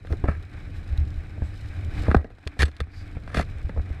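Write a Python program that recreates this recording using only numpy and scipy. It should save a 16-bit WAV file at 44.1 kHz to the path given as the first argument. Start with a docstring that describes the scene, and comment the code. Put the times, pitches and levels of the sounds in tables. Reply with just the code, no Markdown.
"""Under a paraglider, above the coast. Air rushes past a small cased camera and buffets its microphone
with a low boom. A line sings faintly in the wind; the fabric rustles, ticks and swishes.
A hand turns the camera from the wing to the coast below: the case is bumped, knocked and rubbed,
and a finger slips off with a snap. The rush dips just after the loudest knock, then comes back."""
import sys
import numpy as np
from scipy import signal
from scipy.fft import rfft, irfft
from scipy.io import wavfile
from scipy.ndimage import uniform_filter1d

SR = 44100
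rng = np.random.default_rng(int(sys.argv[2]) if len(sys.argv) > 2 else 0)


def file_out(sig):
    """Save sig as 16-bit WAV at sys.argv[1]."""
    # one column per channel
    cols = np.atleast_2d(sig).T
    # limit, then scale
    lim = np.clip(cols, -1, 1)
    pcm = np.round(lim * 32767).astype(np.int16)
    wavfile.write(sys.argv[1], SR, pcm)


N = 176400
CLICK_ATTACK_S = 0.00046  # shared by ticks, knocks and the snap


def undb(db):
    """Decibels to gain."""
    return 10 ** (np.asarray(db) / 20)


def noise():
    """White noise at unit level."""
    return rng.standard_normal(N)


def wobble(rate_hz, depth_db):
    """A wandering gain: random sample-and-hold, smoothed twice."""
    hold = int(SR / rate_hz)
    steps = np.repeat(rng.standard_normal(N // hold + 1), hold)
    drift = uniform_filter1d(uniform_filter1d(steps, hold), hold)[:N]
    return undb(depth_db * drift / drift.std())


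def colour(x, curve, lo=0, hi=np.inf):
    """Minimum-phase EQ along a (Hz, dB) curve, limited to a band; white noise keeps its level."""
    f = np.maximum(np.arange(N // 2 + 1) * SR / N, 1)
    hz, db = np.array(curve).T
    gain = undb(np.interp(np.log(f), np.log(hz), db)) / (1 + (lo / f) ** 10 + (f / hi) ** 10) + 1e-6
    cepstrum = irfft(np.log(gain / np.sqrt(np.mean(gain ** 2))), N)
    cepstrum[1:N // 2] *= 2
    cepstrum[N // 2 + 1:] = 0
    impulse = irfft(np.exp(rfft(cepstrum)), N)[:N // 10]
    return signal.fftconvolve(x, impulse)[:N]


def resonate(x, hz, width_hz):
    """One resonant peak; white noise keeps its level."""
    return signal.lfilter(*signal.iirpeak(hz, hz / width_hz, SR), x) * np.sqrt(SR / np.pi / width_hz)


def envelope(age, attack, hold, release):
    """Linear attack, then an exponential release once the age passes hold."""
    return np.clip(age / attack, 0, 1) * np.exp(-np.clip((age - hold) / release, 0, 20))


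def swell(offset, half_width):
    """A bell-shaped fade in and out."""
    return np.exp(-np.minimum((offset / half_width) ** 2 / 2, 20))


def grains(per_s, spread_db):
    """Random clicks of uneven size, at unit level overall."""
    clicks = (rng.random(N) < per_s / SR) * np.sign(noise())
    clicks *= undb(spread_db * np.minimum(rng.exponential(size=N), 4))
    return clicks / clicks.std()


# EQ of the rushing air inside the case (frequency [Hz], level [dB])
RUSH_EQ = [(150, 4.5), (330, -6.5), (430, -11.5), (600, -6.5), (780, 0.5), (960, -9), (1200, -2.5),
           (1380, -3), (1560, 1), (1830, -1.5), (2020, -3.5), (2300, -0.5), (2560, -3.5), (2850, -22),
           (3500, -13.5), (6000, -65.5)]


def rush():
    """Air streams past the case: hollow noise with a fast flicker."""
    return wobble(rate_hz=70, depth_db=2) * colour(noise(), RUSH_EQ)


# bright EQ of air hiss and fabric (frequency [Hz], level [dB])
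HISS_EQ = [(2200, -39), (2900, 4.5), (3400, -4.5), (3900, 5), (4550, -5.5), (5050, -1.5), (5700, -8.5),
           (6500, -11.5), (7600, -9.5), (9200, -12), (10500, -21), (12500, -17), (15000, -44)]
FABRIC_DECAY_S = 0.0021


def hiss():
    """The airy top of the wind, roughened by tiny bursts of rustle."""
    clicks = abs(grains(per_s=58, spread_db=1.5))
    rustle = signal.lfilter([1], [1, -np.exp(-1 / (FABRIC_DECAY_S * SR))], clicks)
    return colour(noise() * (1 + undb(-7) * rustle / rustle.std()), HISS_EQ)


def singing_line():
    """A line sings in the wind on one breathy pitch."""
    return undb(-2) * resonate(noise(), hz=295.3, width_hz=11.5)


# bass-heavy EQ of the buffeting (frequency [Hz], level [dB])
BUFFET_EQ = [(12, -12), (28, 5), (52, -7.5), (73, 0.5), (92, 4), (120, -8), (170, -16.5), (260, -24),
             (380, -27), (700, -34.5), (2000, -109)]


def buffeting():
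    """Air churns on the microphone in an unsteady rumble."""
    return wobble(rate_hz=24.91, depth_db=1) * colour(noise(), BUFFET_EQ)


# fader moves of the wind bed (time [s], rush [dB], hiss [dB], buffeting [dB])
WIND_FADERS = [(0, -63, -74.5, -43.5), (.1, -54.5, -68.5, -31.5), (.36, -55, -66.5, -31.5),
               (.48, -54, -71, -40.5), (.62, -53.5, -66, -32), (.78, -50, -64.5, -33.5),
               (1.05, -50.5, -63, -31), (1.33, -52, -65, -35), (1.46, -50.5, -65, -30),
               (1.58, -54, -62.5, -37), (1.88, -49, -63, -29), (2.02, -42.5, -56, -24),
               (2.13, -50.5, -65, -35.5), (2.28, -64.5, -77, -43.5), (2.41, -60, -74.5, -50),
               (2.519, -52.5, -70, -50), (2.87, -59, -77, -42), (3.06, -49.5, -65, -37),
               (3.2, -56, -70, -33.5), (3.6, -54, -68, -31.5), (4, -54, -71, -32.5)]


def wind(t):
    """The wind bed swells and dips; rush and hiss gust together, the line follows the rush fader."""
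    times, *levels = np.array(WIND_FADERS).T
    rush_gain, hiss_gain, buffet_gain = (undb(np.interp(t, times, db)) for db in levels)
    gust = wobble(rate_hz=12.053, depth_db=1.47)
    air = rush_gain * rush() + hiss_gain * hiss()
    return gust * air + rush_gain * singing_line() + buffet_gain * buffeting()


# soft fabric swishes (peak time [s], half width [s], hiss [dB], resonance [Hz], resonance level [dB])
SWISH_CUES = [(.77, .025, -64, 1900, -57), (1.46, .022, -62, 7800, -69), (1.99, .035, -56, 4300, -62),
              (2.985, .04, -66, 4700, -58)]


def fabric_swishes(t):
    """Fabric slides: a rounded swell of hiss with one broad resonance."""
    bright, white, swishes = colour(noise(), HISS_EQ), noise(), 0
    for peak_time, half_width, hiss_db, hz, resonance_db in SWISH_CUES:
        texture = undb(hiss_db) * bright + undb(resonance_db) * resonate(white, hz, width_hz=400)
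        swishes += swell(t - peak_time, half_width) * texture
    return swishes


# sharp ticks of the wing (time [s], level [dB])
TICK_CUES = [(.170, -52), (0.426, -48.5), (0.451, -52), (.843, -54), (0.878, -47), (.894, -56),
             (1.105, -50), (.976, -39), (1.848, -43.5)]


def fabric_ticks(t):
    """The wing's fabric flicks in short, bright bursts of noise."""
    bursts = sum(undb(db) * envelope(t - start, CLICK_ATTACK_S, 0, FABRIC_DECAY_S)
                 for start, db in TICK_CUES)
    return colour(noise() * bursts, HISS_EQ)


# low modes of case and microphone (frequency [Hz], time to fall 60 dB [s], level [dB])
BOOM_MODES = [(73.2, 0.15, 0.5), (51.3, 0.032, -0.5), (102, 0.058, -8)]


def boom(t, cues, half_width_s, attack_s=0.002):
    """Each rounded push rings the low modes for a few cycles."""
    ring = sum(undb(db) * np.sin(2 * np.pi * hz * t) * np.exp(-np.log(1000) * t / t60)
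               for hz, t60, db in BOOM_MODES)
    pushes = np.zeros(N)
    for time, db in cues:
        push = swell(t - time, half_width_s)
        pushes += undb(db) * push / push.sum()
    return signal.fftconvolve(pushes, ring * np.minimum(t / attack_s, 1))[:N]


# puffs of air on the microphone (time [s], push level [dB])
PUFF_CUES = [(0.898, -21.5), (.914, -20), (0.928, -15.5), (0.985, -10), (1.011, -13.5), (1.026, -20.5),
             (1.179, -22.5), (1.93, -22), (2.02, -15), (3.646, -13.5), (3.782, -12), (3.908, -17)]


def air_puffs(t):
    """Wide, soft pushes of air set off the boom."""
    return boom(t, PUFF_CUES, half_width_s=0.0022)


# bumps of hand and harness (time [s], push level [dB])
BUMP_CUES = [(.105, -25), (0.118, -17), (0.238, -15), (0.285, -12.5), (0.294, -30), (1.420, -17),
             (2.081, -13), (2.092, -11), (2.164, -8), (2.465, -23.5), (2.593, -18.5), (2.607, -17),
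             (2.623, -17), (2.636, -13), (2.799, -31), (2.814, -19.5), (3.166, -23), (3.35, -27),
             (3.373, -16.5), (3.390, -20), (3.77, -19.5)]


def bumps(t):
    """Short jolts to the case set off the boom."""
    return boom(t, BUMP_CUES, half_width_s=0.0006)


def band_gains(body_db, mid_db, treble_db):
    """Four band gains for one contact; the upper mids are set from mids and treble."""
    upper_mid_db = mid_db + 0.37 * (treble_db - mid_db) - 2.5
    return undb([body_db, mid_db, upper_mid_db, treble_db])[:, None]


# EQ of the case when touched (frequency [Hz], level [dB])
CASE_EQ = [(150, 5.5), (350, -3), (470, -1), (580, -5), (740, -3.5), (950, -7.5), (1250, -0.5),
           (1600, -3.5), (1850, -4.5), (2300, -8.5), (2900, -13), (3400, -16.5), (4300, -20), (5000, -25.5),
           (5600, -29.5), (7000, -35), (9500, -33.5), (11500, -40.5), (15000, -62)]
# edges of the body, mid, upper mid and treble bands (frequency [Hz])
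CASE_BANDS = [150, 950, 1700, 2900, 16000]
# early reflections inside the case (delay [s], gain [linear])
CASE_ECHOES = [(.00113, .3), (.00271, -0.25), (.0043, 0.087)]


def case(forces):
    """The case colours contact forces in four bands; all but the lowest echo inside it."""
    bands = zip(forces, CASE_BANDS, CASE_BANDS[1:])
    body, *upper = (colour(force, CASE_EQ, lo, hi) for force, lo, hi in bands)
    direct, n = sum(upper), np.arange(N)
    echoes = sum(gain * np.interp(n - delay * SR, n, direct, left=0) for delay, gain in CASE_ECHOES)
    return body + (direct + echoes) / np.sqrt(1 + sum(gain ** 2 for _, gain in CASE_ECHOES))


# hand, sleeve and straps sliding on the case
# (time [s], length [s], release [s], body [dB], mids [dB], treble [dB], squeak [Hz], squeak level [dB])
RUB_CUES = [(0.098, 0.045, .015, -40.5, -57, -74, 336, -43.5),
            (0.275, 0.043, .03, -41.5, -42, -60, 2280, -50.5),
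            (2.026, .1, 0.0084, -42.5, -46, -62, 1600, -59),
            (2.157, 0.0083, 0.061, -38.5, -49.5, -81, 1900, -54),
            (2.59, 0.021, .005, -32, -32.5, -31.5, 1816, -30),
            (2.600, 0.0073, 0.005, -42, -44, -38, 1810, -23),
            (2.618, 0.0066, 0.0018, -28, -27, -27, 1760, -25),
            (2.628, 0.0069, 0.0022, -30.5, -30.5, -27.5, 1778, -31),
            (2.652, 0.0063, 0.0025, -46, -46, -38.5, 7900, -46),
            (2.643, 0.047, .008, -47, -54.5, -59, 1800, -61),
            (3.29, 0.087, 0.011, -51, -51.5, -62.5, 1810, -59),
            (3.342, 0.041, 0.0079, -35, -37.5, -40, 1880, -43),
            (3.383, 0.024, 0.0081, -34.5, -35, -44.5, 687, -32.5),
            (3.408, 0.022, 0.0023, -41, -44, -49, 2030, -43)]


def rubs(t):
    """Stick-slip grains scrape the case in uneven catches; each grip squeaks at its own resonance."""
    friction = grains(per_s=1500, spread_db=2.5) + 0.97 * noise()
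    friction *= wobble(rate_hz=350, depth_db=3)  # the slide catches and slips
    friction /= friction.std()
    forces, squeaks = 0, 0
    for start, length, release, *band_db, hz, squeak_db in RUB_CUES:
        scrape = friction * envelope(t - start, attack=0.0027, hold=length, release=release)
        forces += band_gains(*band_db) * scrape
        squeaks += undb(squeak_db) * resonate(scrape, hz, width_hz=65)
    return case(forces) + squeaks


def finger_snap(t, start_s=2.631, hz=1760, decay_s=0.0014, level_db=-8.5):
    """The gripping finger slips off: one hard snap that rings the case briefly."""
    age = t - start_s
    shape = envelope(age, CLICK_ATTACK_S, CLICK_ATTACK_S, decay_s)
    return undb(level_db) * shape * np.sin(2 * np.pi * hz * age)


# knocks on the case (time [s], decay [s], body [dB], mids [dB], treble [dB])
KNOCK_CUES = [(0.048, 0.0051, -39, -43, -74), (0.07, 0.0049, -40, -45.5, -51.5),
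              (0.1246, 0.0016, -32, -33.5, -37.5), (0.131, 0.004, -27.5, -38, -62),
              (0.24, 0.004, -16, -33, -48), (.254, 0.014, -30.5, -44, -57),
              (0.284, 0.0056, -15, -22.5, -56), (1.377, 0.0064, -38.5, -58, -72),
              (1.419, 0.011, -33, -45, -74), (2.082, 0.0079, -18, -38, -54), (2.104, .008, -27, -34, -51),
              (2.113, 0.0054, -18.5, -23.5, -43), (2.145, 0.0028, -3, -10.5, -39),
              (2.147, .003, -39, -30, -34), (2.167, 0.0016, -20, -29.5, -37),
              (2.244, 0.0042, -26.5, -42, -56.5), (2.303, 0.013, -46, -56, -64),
              (2.383, 0.0058, -45, -53, -72), (2.568, .012, -42, -60, -76),
              (2.467, 0.0042, -27.5, -43, -53), (2.474, 0.0024, -37, -36, -30.5),
              (2.619, 0.0032, -49, -20.5, -21.5), (2.629, 0.0031, -14, -24, -26),
              (2.715, 0.0013, -50, -44, -48), (2.766, .004, -53, -54, -47.5),
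              (2.803, 0.0052, -28, -29.5, -33.5), (2.870, 0.0024, -43, -51, -69),
              (3.150, .005, -38.5, -53, -57), (3.168, 0.0045, -31.5, -48, -61),
              (3.276, 0.0034, -31, -36.5, -49), (3.347, 0.002, -21, -34, -51),
              (3.369, .004, -16.5, -26, -59), (3.396, 0.0048, -14, -32, -49), (3.409, .005, -31, -38, -42),
              (3.693, 0.0053, -25, -36, -51), (3.762, 0.008, -32, -63, -72),
              (3.773, 0.0048, -24.5, -42, -78), (3.794, 0.0045, -34, -42, -70),
              (3.901, 0.0054, -35.5, -65, -77)]


def knocks(t, blow_gain=0.54, grit_gain=0.68):
    """Each knock hits the case with a clean transient and a few milliseconds of grit."""
    forces, grit = np.zeros((4, N)), noise()
    for start, decay, *band_db in KNOCK_CUES:
        contact = grit_gain * grit * envelope(t - start, CLICK_ATTACK_S, CLICK_ATTACK_S, decay)
        contact[int((start + CLICK_ATTACK_S) * SR)] += blow_gain * np.sqrt(decay * SR / 2)
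        forces += band_gains(*band_db) * contact
    return case(forces)


def scene():
    """Air, handling and fabric, mixed in mono at the microphone."""
    t = np.arange(N) / SR
    air = wind(t) + air_puffs(t)
    handling = bumps(t) + knocks(t) + rubs(t) + finger_snap(t)
    fabric = fabric_ticks(t) + fabric_swishes(t)
    return (air + handling + fabric)[None]


def record(dry):
    """The deepest rumble is rolled off, and the camera cuts the top steeply."""
    low_cut = signal.butter(1, 17, "high", fs=SR, output="sos")
    high_cut = signal.ellip(8, .2, 70, 15300, fs=SR, output="sos")
    return signal.sosfilt(high_cut, signal.sosfilt(low_cut, dry))


dry = scene()
out = record(dry)
file_out(out)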